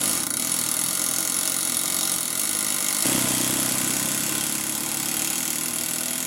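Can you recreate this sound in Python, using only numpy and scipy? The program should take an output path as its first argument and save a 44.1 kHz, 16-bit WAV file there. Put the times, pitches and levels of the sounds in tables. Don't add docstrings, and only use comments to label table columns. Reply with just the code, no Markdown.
import sys
import numpy as np
from scipy import signal
from scipy.fft import rfft, irfft
from scipy.io import wavfile
from scipy.ndimage import uniform_filter1d

SR = 44100
rng = np.random.default_rng(int(sys.argv[2]) if len(sys.argv) > 2 else 0)


def transcribe(u):
    v = np.clip(np.atleast_2d(u).T, -1, 1)
    q = np.round(v * 32767).astype(np.int16)
    wavfile.write(sys.argv[1], SR, q)


N = 276330
TIME = np.arange(N) / SR
RESEAT_S = 3.04
CUTOFF_HZ = 15850

# (time [s], rate [blows/s])
FIRST_SPEED = [(0.0, 39.39), (0.1, 57.98), (0.199, 34.12), (0.299, 25.7), (0.399, 38.47), (0.498, 43.71),
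               (0.748, 37.37), (0.797, 43.9), (0.847, 40.84), (0.947, 47.24), (1.146, 38.87),
               (1.196, 48.99), (1.246, 41.02), (1.346, 45.0), (1.495, 45.9), (1.545, 43.53), (1.595, 47.97),
               (1.744, 40.08), (1.794, 45.78), (2.143, 46.36), (2.193, 42.46), (2.342, 39.99),
               (2.392, 51.41), (2.691, 52.38), (2.791, 47.03), (2.841, 52.61), (2.89, 46.79), (3.04, 55.09)]
# (time [s], rate [blows/s])
SECOND_SPEED = [(3.04, 32.36), (3.411, 31.1), (3.57, 33.13), (3.781, 32.26), (4.523, 35.21), (4.576, 34.71),
                (4.946, 37.03), (4.999, 33.77), (5.211, 38.7), (5.317, 34.23), (5.37, 42.39),
                (5.582, 36.65), (5.635, 41.94), (5.74, 38.66), (5.899, 40.6), (6.111, 40.55), (6.27, 43.92)]
# (piston position [turns], blows [dB], clutch [dB], exhaust [dB],
# sag of the air [dB], time constant of the sag [s], return puff after the blow [turns], hiss over boom [dB])
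SEAT_SETTINGS = [(0.448, -25, -33, -33, 5, 0.68, 0.58, 3), (0.175, -27, -33, -28, 14, 2.55, 0.515, 3)]
# (time [s], level [dB])
PUSH_CURVE = [(0, -1), (.17, 1), (.22, 0.5), (.28, -11), (.35, -13), (.41, -1.5), (3, -2), (3.06, 0),
              (4.2, -0.5), (6.27, -2.5)]
# (time [s], half length [s], level at the clutch [dB])
OPERATOR_LEANS = [(0.055, 0.12, 1.7), (0.277, 0.11, -2.5), (1.478, 0.037, 1), (2.058, 0.21, 1.5),
                  (2.26, 0.09, -3), (2.98, 0.21, 1), (4.346, 0.062, 1), (4.733, 0.2, -2.0),
                  (5.24, 0.15, 0.7), (5.73, 0.022, -3)]
BLOW_SAG_SHARE, CLUTCH_SAG_SHARE = 0.014, 0.21
BLOW_LEAN_SHARE, AIR_LEAN_SHARE = 0.95, 0.47
# (time [s], level [dB])
ACCENTED_BLOWS = [(0.013, -1.5), (0.202, -2.8), (1.017, 2), (1.184, 2.5), (1.364, -2), (1.476, 1.5),
                  (2.074, 0.5), (2.395, 4), (2.882, 1.5), (3.252, -7), (3.569, -2), (3.751, -4),
                  (3.781, 0.5), (3.965, 1.7), (4.322, -2), (4.751, 2), (5.504, 2.5), (6.156, -1)]
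# (frequency [Hz], level [dB per Hz])
CRACK_SPECTRUM = [(1500, -11), (3300, 3.5), (5000, 4.5), (6800, 11.5), (8500, 11), (11000, 15),
                  (12800, -5.5), (14500, 5.5), (15700, 3)]
# (frequency [Hz], width [Hz], level in first seat [dB], level in second seat [dB])
BIT_MODES = [(5254, 110, -41.5, -41.5), (5740, 400, -38, -49), (5750, 50, -49, -46.5),
             (6320, 74, -44.5, -46), (6430, 120, -68, -46), (6660, 88, -45.5, -51), (6920, 96, -37.5, -38),
             (7430, 200, -44, -44), (7780, 50, -43.5, -39), (9070, 200, -38.5, -55),
             (9640, 130, -34.5, -46), (10045, 300, -37, -45), (10630, 55, -57, -45),
             (11170, 55, -37, -38.5), (11590, 210, -38.5, -38), (12730, 810, -39, -38),
             (14400, 400, -47, -47)]
# (frequency [Hz], level [dB per Hz])
TICK_SPECTRUM = [(1000, -23), (2500, -10), (5500, -4), (8500, 0), (12000, -1.5), (14200, 0), (15700, 0)]
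# (frequency [Hz], width [Hz], level in first seat [dB], level in second seat [dB])
HIGH_RING_MODES = [(10010, 43, -0.5, -5), (10110, 59, -4, 2), (10170, 33, 10, 1)]
# (time [s], ring level before its trim [dB])
SQUARE_HITS = [(0.036, -29.4), (0.077, -30.8), (0.094, -28), (0.517, -26.3), (0.588, -29.6), (0.714, -31),
               (0.789, -29.5), (0.837, -31.0), (1.342, -29.6), (1.364, -28), (1.387, -29), (1.409, -31),
               (1.565, -30.6), (1.649, -29.5), (1.673, -33), (1.719, -31), (1.768, -28), (1.943, -34),
               (2.03, -30), (2.118, -28), (2.137, -36), (2.374, -33), (2.435, -30), (2.492, -31),
               (2.549, -30.5), (2.589, -30), (2.665, -31.5), (2.685, -32), (2.804, -30.4), (2.882, -30),
               (2.985, -31.0), (3.005, -36), (3.023, -32), (3.599, -35), (3.72, -36), (3.781, -35),
               (3.874, -32), (3.904, -36), (4.147, -36), (4.941, -33), (5.166, -32), (5.22, -37),
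               (5.732, -31.5), (5.76, -35), (5.785, -35), (5.933, -33), (6.057, -37)]
# (frequency [Hz], width [Hz], level in first seat [dB], level in second seat [dB])
CLUTCH_MODES = [(495.4, 65, -47.5, -47), (628, 33, -44.5, -48.5), (649.2, 34, -46, -48.5),
                (779, 52, -48, -47), (896, 160, -49, -47.5), (1039.7, 16.5, -46.5, -44),
                (1198, 37, -43.5, -46.5), (1404, 63, -42.5, -42), (1511, 73, -47, -44),
                (1870, 42, -53, -52), (1855, 120, -46, -43), (2110, 196, -40.5, -39),
                (2292, 88, -50, -42.5), (2507, 100, -85, -46), (2630, 53, -49, -46), (2710, 170, -47, -39),
                (2850, 78, -46, -72), (3086, 180, -44, -75), (3208, 47, -51, -42), (3330, 170, -47.5, -37),
                (3450, 360, -42.5, -36), (3712, 81, -44, -47), (3840, 140, -40.5, -47),
                (3906, 33, -55, -45), (4145, 66, -47, -52.5), (4430, 74, -42.5, -43),
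                (4527, 63, -43, -42.5), (4800, 240, -55, -47)]
# (time [s], half length [s], frequency [Hz], width [Hz], level [dB])
BAND_CHANGES = [(0.32, 0.09, 1500, 300, 5.5), (0.33, 0.055, 7200, 400, 6), (0.33, 0.055, 11500, 600, 3),
                (0.303, 0.083, 2780, 900, -8), (1.15, 0.24, 6300, 400, 4.5), (1.468, 0.032, 3280, 700, 5),
                (1.95, 0.46, 3640, 300, 4), (2.1, 0.95, 784, 100, 3.5), (2.82, 0.4, 2020, 700, 4),
                (3.3, 0.16, 560, 250, 6), (3.35, 0.21, 3250, 300, 4.5), (3.55, 0.23, 11200, 450, 6.5),
                (3.85, 0.32, 7200, 600, 4), (4.1, 0.34, 1520, 90, 7), (4.384, 0.051, 3250, 700, 5),
                (4.65, 0.23, 10700, 180, 9), (5.048, 0.54, 820, 110, 7.5), (5.214, 0.18, 2860, 800, 3),
                (5.3, 0.24, 6630, 400, 6.5), (1.45, 0.65, 14200, 700, 1), (5.7, 0.5, 11300, 300, 1),
                (5.85, 0.9, 1030, 80, -3), (6.1, 0.6, 647, 50, 10.5)]
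# (frequency [Hz], level [dB per Hz])
HOLLOW_SPECTRUM = [(25, -32), (62, -24), (100, -5.5), (128, -0.5), (150, -3), (175, 1), (205, 4),
                   (232, 5.5), (255, 9.5), (285, 4), (320, 9), (360, -2.5), (420, -20.5), (540, -17),
                   (1000, -19.5), (4000, -52)]
# (frequency [Hz], level [dB per Hz])
CHUFF_SPECTRUM = [(30, -22.5), (80, -9.5), (160, -7.5), (250, -4.5), (325, -1.5), (420, -12.5), (520, -4.5),
                  (575, -4), (640, -5), (720, -14), (1100, -19), (3000, -35)]
# (multiple of the blow rate, level in first seat [dB], level in second seat [dB])
PORT_ORDERS = [(2, 3, 3), (3, 2, -3), (4, 3.5, 6), (5, -2.5, -4), (6, -1, 3), (7, -0.5, -4), (8, -5, -0.5),
               (9, -4, 0.5), (10, -1.5, -2), (11, 0, -3)]
# (frequency [Hz], level [dB per Hz])
RUSH_SPECTRUM = [(25, -20), (60, -19), (130, -14), (330, 5), (430, -14.5), (540, -6), (900, -0.5),
                 (1700, -3), (2200, -4.5), (3300, -4), (4700, -4), (7500, 1.5), (11000, 2), (15000, -18.5)]


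def run_in_seat(start_s, speed, seat):
    position, blow_db, clutch_db, air_db, sag_db, sag_s, vent_at, hiss_db = seat
    rate, = in_time(speed)
    turns = position + np.cumsum(rate * (TIME >= start_s)) / SR
    lost_db = sag_db * (1 - np.exp(-np.maximum(TIME - start_s, 0) / sag_s))
    lean_db = lean()
    boom_db = air_db - lost_db + AIR_LEAN_SHARE * lean_db
    return np.array([turns, np.full(N, vent_at),
                     blow_db - BLOW_SAG_SHARE * lost_db + BLOW_LEAN_SHARE * lean_db,
                     clutch_db - CLUTCH_SAG_SHARE * lost_db + lean_db,
                     boom_db, boom_db + hiss_db])


def lean():
    return sum(db * bell(s, half_s) for s, half_s, db in OPERATOR_LEANS)


def strokes(turns, spread_db, jitter_s):
    at = np.flatnonzero(np.diff(np.floor(turns)) > 0)
    late, strong = rng.standard_normal((len(at), 2)).T
    landing = at + (late * jitter_s * SR).astype(int)
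    clicks = np.zeros(N)
    clicks[np.clip(landing, 0, N - 1)] = from_db(strong * spread_db)
    return clicks


def contact(blows, push, crush_db, crush_s, rattle_db, rattle_s):
    crush = from_db(crush_db) * burst(blows, crush_s)
    rattle = from_db(rattle_db) * push * burst(blows, rattle_s)
    return blows + crush + rattle


def steel(blows, push):
    crack_force = contact(blows, push, crush_db=1, crush_s=0.0007, rattle_db=-2.5, rattle_s=0.007)
    crack = stroke_by_stroke(colour(crack_force, CRACK_SPECTRUM), blows)
    ring_force = contact(blows, push, crush_db=-0.5, crush_s=0.0016, rattle_db=3, rattle_s=0.0098)
    ring_force = scatter(ring_force, lags_s=(.0004, .0009), echo=0.62)
    ring = stroke_by_stroke(resonate(ring_force, BIT_MODES), blows)
    sound = from_db(-4.5) * crack + from_db(-5.5) * ring
    edge = tick(blows, tick_db=-9, decay_s=0.0007)
    return edge + scatter(sound, lags_s=(.00009, .00015, .00023), echo=0.8)


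def tick(blows, tick_db, decay_s):
    return from_db(tick_db) * stroke_by_stroke(colour(burst(blows, decay_s), TICK_SPECTRUM), blows)


def high_ring(blows, blow_db, glancing_db, spread_db, square_db):
    chance = rng.standard_normal(N)[np.cumsum(blows != 0)]
    level_db = mark_strokes(blows, blow_db + glancing_db + spread_db * chance, SQUARE_HITS)
    hits = blows * from_db(level_db)
    force = hits + from_db(-2) * burst(hits, decay_s=0.01)
    return from_db(level_db + square_db) * stroke_by_stroke(resonate(force, HIGH_RING_MODES), blows)


def clutch(blows, push):
    force = contact(blows, push, crush_db=-3.5, crush_s=0.001, rattle_db=-4.0, rattle_s=0.043)
    spread_force = scatter(force, lags_s=(.0005, .0009), echo=0.51)
    return from_db(-1.5) * stroke_by_stroke(resonate(spread_force, CLUTCH_MODES), blows)


def change_bands(metal):
    for s, half_s, hz, width_hz, db in BAND_CHANGES:
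        band = signal.lfilter(*signal.iirpeak(hz, hz / width_hz, fs=SR), metal)
        metal = metal + (from_db(db * bell(s, half_s)) - 1) * band
    return metal


def exhaust(blows, vents, vent_db, decay_s):
    puffs = burst(from_db(vent_db) * vents + blows, decay_s)
    return stroke_by_stroke(colour(puffs, HOLLOW_SPECTRUM), blows)


def chuff(vents, delay_s, decay_s):
    late = np.interp(TIME - delay_s, TIME, vents)
    return stroke_by_stroke(colour(burst(late, decay_s), CHUFF_SPECTRUM), vents)


def buzz(turns, smear):
    first = TIME < RESEAT_S
    flow = np.zeros(N)
    for order, first_db, second_db in PORT_ORDERS:
        level = np.where(first, from_db(first_db), from_db(second_db))
        flow += level * np.cos(2 * np.pi * order * (turns - smear * order))
    return colour(flow, HOLLOW_SPECTRUM)


def rush(turns, vent_at, forward):
    gust_and_leak = swell(turns - vent_at, centre=0.2, sharpness=1.1) + .45
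    flow = gust_and_leak + forward * swell(turns, centre=0.13, sharpness=18)
    port = 1 - .85 * swell(turns, centre=.94, sharpness=12)
    return even(colour(flow * port * rng.standard_normal(N), RUSH_SPECTRUM))


def workshop(x, wet_db, t60_s, treble_t60_s, gap_s):
    t = TIME[:SR // 2]
    white = rng.standard_normal(len(t))
    dull = signal.sosfilt(signal.butter(1, 4000, fs=SR, output="sos"), white)
    treble = white - dull
    tail = dull * from_db(-60 * t / t60_s) + treble * from_db(-60 * t / treble_t60_s)
    tail = tail * (t > gap_s)
    wet = signal.fftconvolve(x, tail / np.sqrt(np.sum(tail ** 2)))[:N]
    return (x + from_db(wet_db) * wet) / np.hypot(1, from_db(wet_db))


def from_db(db):
    return 10 ** (np.asarray(db) / 20)


def in_time(rows):
    s, *columns = np.transpose(rows)
    return [np.interp(TIME, s, c) for c in columns]


def bell(s, half_s):
    return np.exp(-((TIME - s) / half_s) ** 2)


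def swell(turns, centre, sharpness):
    return np.exp(sharpness * (np.cos(2 * np.pi * (turns - centre)) - 1))


def fade(clicks, decay_s):
    return signal.lfilter([1], [1, -np.exp(-1 / (decay_s * SR))], clicks + 1e-18)


def burst(clicks, decay_s):
    return fade(clicks, decay_s) * rng.standard_normal(N) * np.sqrt(2 / (decay_s * SR))


def colour(x, spectrum):
    hz, db = np.transpose(spectrum)
    size = 4096
    grid = np.maximum(np.arange(size // 2 + 1) * SR / size, 1)
    grid_db = np.interp(np.log(grid), np.log(hz), db)
    cepstrum = irfft(np.log(from_db(grid_db)))
    cepstrum[1:size // 2] *= 2
    cepstrum[size // 2 + 1:] = 0
    return signal.fftconvolve(x, irfft(np.exp(rfft(cepstrum))))[:N]


def resonate(force, modes):
    out = np.zeros(N)
    for k, (hz, width, first_db, second_db) in enumerate(modes):
        r = np.exp(-np.pi * width / SR)
        drive = force * np.where(TIME < RESEAT_S, from_db(first_db), from_db(second_db))
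        poles = [1, -2 * r * np.cos(2 * np.pi * hz / SR), r * r]
        mode = np.sqrt(1 - r) * signal.lfilter([1, 0, -1], poles, drive + 1e-18)
        out += (-1) ** k * mode
    return out


def scatter(x, lags_s, echo):
    for lag_s in lags_s:
        gap = np.zeros(max(int(lag_s * SR), 1))
        x = signal.lfilter(np.r_[-echo, gap, 1], np.r_[1, gap, -echo], x + 1e-18)
    return x


def stroke_by_stroke(x, blows):
    stroke = np.cumsum(blows != 0)
    power = np.bincount(stroke, x * x) / np.maximum(np.bincount(stroke), 1)
    return x / np.sqrt(power + 1e-3 * power.mean())[stroke]


def mark_strokes(blows, usual_db, rows):
    stroke = np.cumsum(blows != 0)
    own = np.full(stroke[-1] + 1, np.nan)
    for s, db in rows:
        own[stroke[min(int((s + .006) * SR), N - 1)]] = db
    return np.where(np.isnan(own[stroke]), usual_db, own[stroke])


def even(x):
    power = uniform_filter1d(uniform_filter1d(x * x, size=4400), size=4400)
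    return x / np.sqrt(np.maximum(power, 1e-20))


def scene():
    first = run_in_seat(0, FIRST_SPEED, SEAT_SETTINGS[0])
    second = run_in_seat(RESEAT_S, SECOND_SPEED, SEAT_SETTINGS[1])
    turns, vent_at, blow_db, clutch_db, air_db, hiss_db = np.where(TIME < RESEAT_S, first, second)
    air_db = np.interp(TIME - 0.01, TIME, air_db)
    push = from_db(in_time(PUSH_CURVE)[0])
    blows = strokes(turns, spread_db=1.0, jitter_s=.00006)
    vents = strokes(turns - vent_at, spread_db=4.0, jitter_s=0.00028)

    bit = from_db(blow_db + mark_strokes(blows, 0, ACCENTED_BLOWS)) * steel(blows, push)
    metal = change_bands(bit + from_db(clutch_db) * clutch(blows, push))
    ring = high_ring(blows, blow_db, glancing_db=-14.5, spread_db=4.5, square_db=3)

    heavy_db = air_db + 36.0
    vent_db = 0.44 * heavy_db + 0.5
    boom_level = from_db(air_db - 8.0 - 0.48 * heavy_db)
    boom = boom_level * exhaust(blows, vents, vent_db, decay_s=0.009)
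    thumps = from_db(air_db - 11.5 + 0.7 * heavy_db) * chuff(vents, delay_s=.004, decay_s=0.011)
    smear = 0.042 - 0.03 * np.clip(heavy_db / 6, 0, 1)
    drone = from_db(air_db - 12.8 + 0.08 * heavy_db) * buzz(turns - vent_at, smear)
    forward = 0.61 * from_db(-1.3 * heavy_db)
    hiss = from_db(hiss_db) * push ** 0.99 * rush(turns, vent_at, forward)

    direct = metal + ring + boom + thumps + hiss
    in_room = workshop(direct, wet_db=-8, t60_s=0.34, treble_t60_s=0.23, gap_s=0.0036)
    return drone[None] + in_room


def record(dry):
    return signal.sosfilt(signal.ellip(12, .1, 80, CUTOFF_HZ, fs=SR, output="sos"), dry)


dry = scene()
out = record(dry)
transcribe(out)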